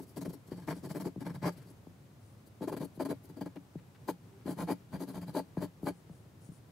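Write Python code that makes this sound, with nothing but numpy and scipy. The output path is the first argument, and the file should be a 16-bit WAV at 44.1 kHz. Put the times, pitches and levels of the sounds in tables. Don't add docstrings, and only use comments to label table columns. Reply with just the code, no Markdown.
import sys
import numpy as np
from scipy import signal
from scipy.fft import rfft, irfft
from scipy.io import wavfile
from scipy.ndimage import uniform_filter1d

SR = 44100
rng = np.random.default_rng(int(sys.argv[2]) if len(sys.argv) > 2 else 0)


def transcribe(u):
    v = np.clip(np.atleast_2d(u).T, -1, 1)
    q = np.round(v * 32767).astype(np.int16)
    wavfile.write(sys.argv[1], SR, q)


N = 295911
BLOCK = 10240
HZ = np.fft.rfftfreq(BLOCK, 1 / SR)
TIME = np.arange(BLOCK) / SR

# frequency in Hz, relative density in dB per Hz.
ROOM_TONE_COLOUR = [(15, -74), (25, -35.5), (107, 3), (144, -1), (178, -5), (260, -9.5), (331, -11.5),
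                    (389, -13.5), (421, -15), (552, -16.5), (614, -18), (741, -19.5), (919, -21.5),
                    (2850, -31.5), (15500, -40)]
# frequency in Hz, likeness from 0 to 1.
ROOM_LIKENESS = [(60, 0.95), (180, 0.93), (550, 0.57), (1650, 0.05), (4970, 0.18), (15000, 0.6)]
# frequency in Hz, time to die by 60 dB in seconds.
ROOM_DECAY = [(150, 0.13), (600, 0.05), (3000, 0.17), (14000, 0.092)]
# start in seconds, end in seconds.
HUM_START_END = (4.29, 4.40)

# start in seconds, length in seconds, level in dB at its fullest.
HAND_BRUSHES = [(0.739, 0.075, -72), (2.188, 0.17, -78), (5.924, 0.1, -77), (6.10, 0.12, -77),
                (6.402, 0.1, -69.5), (6.508, 0.086, -70.5)]
# frequency in Hz, relative density in dB per Hz.
SKIN_COLOUR = [(1500, -9), (3000, -15), (4500, 0), (6000, 2), (8200, 6), (8700, 5), (9600, 13.5),
               (10600, 0), (13000, -7), (16000, -6)]
# start in seconds, length in seconds, level in dB at its fullest.
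FINGER_SCUFFS = [(1.52, 0.15, -69), (3.556, 0.021, -58.5), (3.78, 0.023, -67), (3.945, 0.022, -63.5),
                 (4.405, 0.036, -72)]
# frequency in Hz, relative density in dB per Hz.
FINGER_COLOUR = [(300, -6), (700, 2), (1500, 3.5), (2500, 0), (3300, -5), (4000, -7), (4800, -10),
                 (7000, -23), (15000, -20)]
# frequency in Hz, likeness from 0 to 1.
RUB_LIKENESS = [(200, 0.96), (900, 0.88), (2000, 0.71), (3500, 0.51), (5000, 0.65), (8500, 1),
                (12000, 0.39), (13500, 1), (15500, 0.99)]

# time in seconds, level in dB,
# hardness as the frequency in Hz where the contact has lost about 4 dB.
LANDINGS = [(0.273, -31.5, 252), (0.514, -35.5, 596), (0.576, -42.5, 400), (1.054, -30.5, 800),
            (1.157, -36.5, 600), (1.172, -34, 200), (1.249, -56, 1100), (1.449, -29, 294),
            (1.866, -43.5, 910), (2.605, -35, 630), (2.971, -40, 400), (3.096, -33, 450), (3.407, -38, 597),
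            (3.559, -44, 1500), (3.751, -34.5, 390), (4.453, -40.5, 400), (5.568, -27.5, 760),
            (5.827, -31, 440), (6.093, -47, 1100), (6.096, -43.5, 99), (6.483, -38.5, 128),
            (6.513, -47, 260)]
# frequency in Hz, relative density in dB per Hz.
LANDING_COLOUR = [(50, -31), (100, 3.5), (165, 18), (230, 5), (300, 9), (600, 2.5), (1000, -8.5),
                  (2500, -23), (15000, 26)]

# frequency in Hz, width in Hz, relative level in dB.
LOW_MODES = [(123, 74, -18.5), (175.4, 15.2, 0.5), (280.3, 26.7, 0), (297.4, 41, -9), (346, 85, -12.5),
             (381, 140, -12)]
# frequency in Hz, width in Hz, relative level in dB.
HIGH_MODES = [(402, 116, -9.5), (487, 34, 3), (597, 42, 5), (646, 42, 3), (720, 81, -8), (813, 11, -4.5),
              (874, 68, 2), (1017, 76, -4), (1215, 57, -12), (1366, 49, -11.5), (1510, 75, -14),
              (1648, 58, -10.5), (1780, 31, -19.5), (1940, 143, -18), (2278, 76, -18), (2410, 43, -18.5)]
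# frequency in Hz, width in Hz, relative level in dB,
# left minus right in dB.
PENCIL_MODES = [(3120, 320, 4.5, 4), (4110, 420, 5, 5.5), (4350, 160, -10, 25), (4660, 177, 10.5, 4),
                (5600, 340, -9, 5), (6400, 370, 1, 4.5), (7510, 390, 1, 1.5), (8390, 190, 0.5, 0),
                (9040, 140, 0.5, -8), (10800, 290, -7.5, -17), (10540, 810, 2.5, 14.5),
                (12440, 430, 4.5, 7.5), (12050, 240, -8, -14), (13150, 500, -8, -20), (15000, 940, -8, 17)]
LOW_MODES_FREE = [(142.4, 14.4, -2.5), (173, 13, 3), (380, 33, -9)]
HIGH_MODES_FREE = [(1035, 120, -6), (1700, 300, -14.5), (2120, 190, -15.5)]
PENCIL_MODES_FREE = [(5440, 420, 5, 2.7), (7860, 350, 3.5, 2), (12800, 450, -7, 1)]
REGRIP_S = 2.1

# start in seconds, length in seconds, fibre hiss in dB and rasp on the tooth in dB
# (both at full speed), tilt of the sheet's thrum in dB per octave.
PENCIL_STROKES = [(-0.015, 0.026, -59, -52.5, 0.0), (0.014, 0.032, -61.0, -67, 6),
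                  (0.069, 0.057, -65.5, -75, -2), (0.162, 0.03, -52.5, -47, 3),
                  (0.209, 0.025, -52.5, -48.5, -3.0), (0.249, 0.024, -56.5, -47, 11),
                  (0.289, 0.026, -59.0, -57.5, 1), (0.327, 0.027, -56.5, -60, 3),
                  (0.466, 0.037, -66.0, -67.5, -6), (0.509, 0.038, -62, -55, -8),
                  (0.555, 0.058, -65, -58.5, -12), (0.613, 0.042, -68.5, -63, -16),
                  (0.673, 0.032, -54, -40, -3.5), (0.697, 0.035, -51.5, -40.0, -3.5),
                  (0.744, 0.053, -63.5, -61, 0), (0.831, 0.043, -57, -51, -0.5),
                  (0.892, 0.037, -54, -48, -4.5), (0.947, 0.04, -54.5, -45.5, 4.5),
                  (0.997, 0.032, -53, -47.5, -2), (1.045, 0.041, -55.5, -46.5, 25),
                  (1.202, 0.033, -59.5, -52, -6), (1.252, 0.037, -58, -45, -9.0),
                  (1.292, 0.028, -62.5, -50.5, -6.5), (1.341, 0.029, -60.5, -52, -18),
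                  (1.421, 0.037, -55.5, -39, -13.5), (1.447, 0.048, -47.5, -35, 0.5),
                  (1.519, 0.026, -64, -75.5, 5.0), (1.564, 0.035, -64, -63.5, -11),
                  (1.616, 0.021, -67.5, -71, -1), (1.654, 0.058, -69, -69, 4), (1.699, 0.017, -63, -67, 6),
                  (2.461, 0.026, -64.5, -76, 1), (2.615, 0.038, -56.0, -43.5, 3),
                  (2.674, 0.029, -54.5, -40.5, 10), (2.718, 0.03, -55.5, -41.5, 7),
                  (2.764, 0.022, -54.0, -47.5, -5), (2.799, 0.047, -56.0, -44, -2),
                  (2.843, 0.016, -53.5, -53.5, 21), (2.946, 0.031, -66, -76, 2),
                  (2.996, 0.036, -52.5, -36.0, 16), (3.049, 0.022, -52, -40.5, -1),
                  (3.09, 0.038, -52.5, -39.5, 13), (3.232, 0.036, -64.0, -72, 6),
                  (3.289, 0.0218, -64.5, -60, 2), (3.365, 0.027, -64.5, -55.5, 5),
                  (3.408, 0.024, -55.5, -44, 2), (3.456, 0.021, -61.5, -47.5, -2),
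                  (3.556, 0.023, -85, -55.5, -1), (4.078, 0.033, -48.5, -35.0, 9),
                  (4.457, 0.049, -57, -44, 4), (4.49, 0.045, -53, -48.5, -8),
                  (4.576, 0.067, -52, -41.5, -10.5), (4.675, 0.046, -54.5, -35.5, 4),
                  (4.702, 0.03, -47.5, -38.5, 5.5), (4.923, 0.049, -58, -47, -18),
                  (4.996, 0.048, -54.5, -47, -3), (5.074, 0.047, -57.5, -53, -9.5),
                  (5.135, 0.059, -58, -49.5, -13), (5.211, 0.033, -59, -53, -17),
                  (5.268, 0.043, -59.5, -52.0, -15.5), (5.345, 0.058, -48.0, -35.0, 8),
                  (5.57, 0.03, -65, -51.5, -10.0), (5.605, 0.05, -54.0, -43, -8.5),
                  (5.824, 0.038, -62.5, -61, 18), (5.859, 0.043, -49.0, -35.5, 1)]
LIFT_S, LIFT_SHARE = .008, .34
RISE_STEEPNESS, FALL_STEEPNESS = 2.85, 2.21
RASP_POWER, THRUM_POWER = 1.4, 0.94
THRUM_OVER_DB, THRUM_CEILING_DB = 15, -31
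HISS_TILT_DB, HISS_DULLING, HISS_FOLLOWS = 2.5, 0.25, 0.095
RASP_TILT_DB, RASP_THINNING = 1.0, .16
REBOUND_DB, REBOUND_TILT_DB, REBOUND_DELAY_S, REBOUND_S = -10, -9, .002, 0.013


def amp(db):
    return 10 ** (np.asarray(db) / 20)


def unit(x):
    energy = np.mean(np.sum(x ** 2, -1))
    return x / np.sqrt(energy + 1e-30)


def read(points, hz):
    f, value = np.transpose(points)
    return np.interp(np.log(hz + 1), np.log(f), value)


def add(mix, s, sound):
    at = round(s * SR)
    sound = sound[:, max(-at, 0):]
    part = mix[:, max(at, 0):][:, :sound.shape[1]]
    part += sound[:, :part.shape[1]]


def panned(left_db):
    return amp(np.array([[1], [-1]]) / 2 * left_db)


def pair(z, same, hz):
    c = np.clip(read(same, hz), 0, 1)
    right = c * z[0] + np.sqrt(1 - c ** 2) * z[1]
    return np.array([z[0], right])


def causal(gain):
    log_gain = np.log(np.maximum(gain / gain.max(), 1e-5))
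    circle = np.concatenate([log_gain, log_gain[..., -2:0:-1]], -1)
    return np.exp(np.conj(signal.hilbert(circle)))[..., :len(HZ)]


def resonances(modes, skirt):
    power = 0
    for hz, width, db in modes:
        detuning = (2 * (HZ - hz) / width) ** 2
        power = power + amp(db) ** 2 / (1 + detuning / skirt) ** skirt
    return np.sqrt(power)


def bending(lag):
    return np.exp(-4j * np.pi * lag * np.sqrt(100 * HZ))


def friction(push, response, catches_per_s, spread_db, smooth):
    size = amp(spread_db * np.minimum(rng.exponential(1, (2, BLOCK)), 3))
    caught = rng.random((2, BLOCK)) < catches_per_s / SR
    catches = rng.standard_normal((2, BLOCK)) * size * caught
    rub = unit(rng.standard_normal((2, BLOCK)))
    drive = (unit(catches) + smooth * rub) * push
    rung = irfft(pair(rfft(drive), RUB_LIKENESS, HZ) * response)
    return unit(rung) * np.linalg.norm(push)


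def room_tone(level_db=-56.5, drift_db=.5):
    hz = np.fft.rfftfreq(N, 1 / SR)
    z = pair(rfft(rng.standard_normal((2, N))), ROOM_LIKENESS, hz)
    left_db = read([(120, 0.27), (1000, 1.5), (8000, 2)], hz)
    tone = irfft(z * amp(read(ROOM_TONE_COLOUR, hz)) * panned(left_db), N)
    drift = irfft(rfft(rng.standard_normal(N)) / (1 + (hz / 5) ** 2), N)
    level = amp(level_db + drift_db * drift / np.std(drift))
    return level * tone / np.std(tone.mean(0))


def hum(hz=392, db=-59):
    start, end = HUM_START_END
    t = np.arange(N) / SR
    progress = np.clip((t - start) / (end - start), 0, 1)
    swell = np.sqrt(abs(np.sin(np.pi * progress)))
    return amp(db) * swell * np.sin(2 * np.pi * hz * t)


def room(x, gap=0.016):
    noise = rng.standard_normal((2, BLOCK)) * (TIME > gap)
    hz, t, z = signal.stft(noise, SR, nperseg=256)
    decay = amp(-60 * t / read(ROOM_DECAY, hz)[:, None])
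    tail = signal.istft(z * decay, SR, nperseg=256)[1]
    return signal.fftconvolve(x, unit(tail), axes=1)[:, :N]


def brushes(rows, colour, left_db):
    out = np.zeros((2, N))
    body = causal(amp(read(colour, HZ)))
    for s, length, db in rows:
        arch = np.sin(np.pi * np.minimum(TIME / length, 1))
        slide = np.maximum(arch, 0) ** 0.55
        rub = friction(slide, body, catches_per_s=4000, spread_db=3, smooth=1)
        add(out, s, amp(db) * rub * panned(left_db))
    return out


def taps(ring=0.32, length=0.0054):
    out = np.zeros((2, N))
    for s, db, hard_hz in LANDINGS:
        contact = 1 / (1 + (HZ / hard_hz / 2) ** 2) ** 2
        blow = causal(amp(read(LANDING_COLOUR, HZ)) * contact)
        chirp = irfft(blow * bending(lag=0.01131))
        modes = irfft(causal(resonances(LOW_MODES, skirt=0.67) * contact) * bending(lag=0.00794))
        sound = unit(unit(chirp) + ring * unit(modes))
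        add(out, s, amp(db) * np.sqrt(length * SR) * sound * panned(left_db=3.0))
    return out


def ringing_modes(s):
    if s < REGRIP_S:
        return PENCIL_MODES + PENCIL_MODES_FREE, HIGH_MODES + HIGH_MODES_FREE, LOW_MODES + LOW_MODES_FREE
    return PENCIL_MODES, HIGH_MODES, LOW_MODES


def driven(modes, tilt_db, top_hz, vary_db=1.4):
    changed = []
    for hz, width, db, *rest in modes:
        tilt = tilt_db * np.log2(min(hz, top_hz))
        changed.append((hz, width, db + tilt + vary_db * rng.standard_normal(), *rest))
    return changed


def comb(size=0.46, count=3):
    delay = rng.uniform(.0004, .004, (count, 2, 1))
    return 1 + size * np.exp(-2j * np.pi * HZ * delay).sum(0)


def pencil_body(modes):
    sides = []
    for side in (1, -1):
        heard = [(hz, width, db + side * left_db / 2) for hz, width, db, left_db in modes]
        sides.append(resonances(heard, skirt=1.0))
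    return causal(np.array(sides)) * comb()


def sheet_body(modes, cut_hz=105):
    gain = resonances(modes, skirt=1.334) / np.sqrt(1 + (cut_hz / (HZ + 1)) ** 4)
    left_db = read([(170, 0.24), (300, 4.6)], HZ)
    return causal(gain) * panned(left_db)


def stroke_bodies(pencil_modes, high_modes, low_modes, bite_db, thrum_tilt):
    hiss_tilt = HISS_TILT_DB - HISS_DULLING * bite_db + HISS_FOLLOWS * thrum_tilt
    rasp_tilt = RASP_TILT_DB - RASP_THINNING * thrum_tilt
    pencil = pencil_body(driven(pencil_modes, hiss_tilt, top_hz=12000))
    high = causal(resonances(driven(high_modes, rasp_tilt, top_hz=1710), skirt=1.31))
    low = sheet_body(driven(low_modes, thrum_tilt, top_hz=318))
    return pencil, high * bending(lag=0.003487) * panned(left_db=2.0), low


def stroke_speed(t, length):
    fall = min(LIFT_S + LIFT_SHARE * length, .8 * length)
    rise = length - fall
    speeding_up = abs(t / rise - 1) ** RISE_STEEPNESS
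    slowing_down = abs((t - rise) / fall) ** FALL_STEEPNESS
    return np.exp(-np.where(t < rise, speeding_up, slowing_down))


def rebound(modes):
    ring = irfft(sheet_body(driven(modes, REBOUND_TILT_DB, top_hz=400)))
    return amp(REBOUND_DB) * np.sqrt(REBOUND_S * SR) * unit(ring)


def strokes(tooth_db=1.2):
    lead = .05
    out = np.zeros((2, N))
    for start, length, hiss_db, rasp_db, thrum_tilt in PENCIL_STROKES:
        pencil_modes, high_modes, low_modes = ringing_modes(start)
        pencil, high, low = stroke_bodies(pencil_modes, high_modes, low_modes, rasp_db - hiss_db, thrum_tilt)
        speed = stroke_speed(TIME - lead, length)
        tooth = uniform_filter1d(rng.standard_normal(BLOCK), size=90)
        drag = speed * amp(tooth_db * tooth / np.std(tooth))
        hiss = friction(drag, pencil, catches_per_s=3500, spread_db=2.5, smooth=0.92)
        rasp = friction(drag ** RASP_POWER, high, catches_per_s=800, spread_db=3.0, smooth=0.64)
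        thrum = friction(speed ** THRUM_POWER, low, catches_per_s=580, spread_db=2.0, smooth=0.51)
        thrum_gain = 1 / (1 / amp(rasp_db + THRUM_OVER_DB) + 1 / amp(THRUM_CEILING_DB))
        add(out, start - lead, amp(hiss_db) * hiss + amp(rasp_db) * rasp + thrum_gain * thrum)
        add(out, start + length + REBOUND_DELAY_S, thrum_gain * rebound(low_modes))
    return out


def scene():
    hand = brushes(HAND_BRUSHES, SKIN_COLOUR, left_db=9)
    fingers = brushes(FINGER_SCUFFS, FINGER_COLOUR, left_db=4)
    near = strokes() + taps() + hand + fingers
    return near + amp(-19) * room(near) + room_tone() + hum()


def record(dry, low_cut_hz=44, edge_hz=15760):
    roll_off = signal.butter(2, low_cut_hz, "highpass", fs=SR, output="sos")
    thin = signal.sosfilt(roll_off, dry)
    band_limit = signal.firwin(1023, edge_hz, window=("kaiser", 9), fs=SR)
    return signal.oaconvolve(thin, band_limit[None], "same")


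dry = scene()
out = record(dry)
transcribe(out)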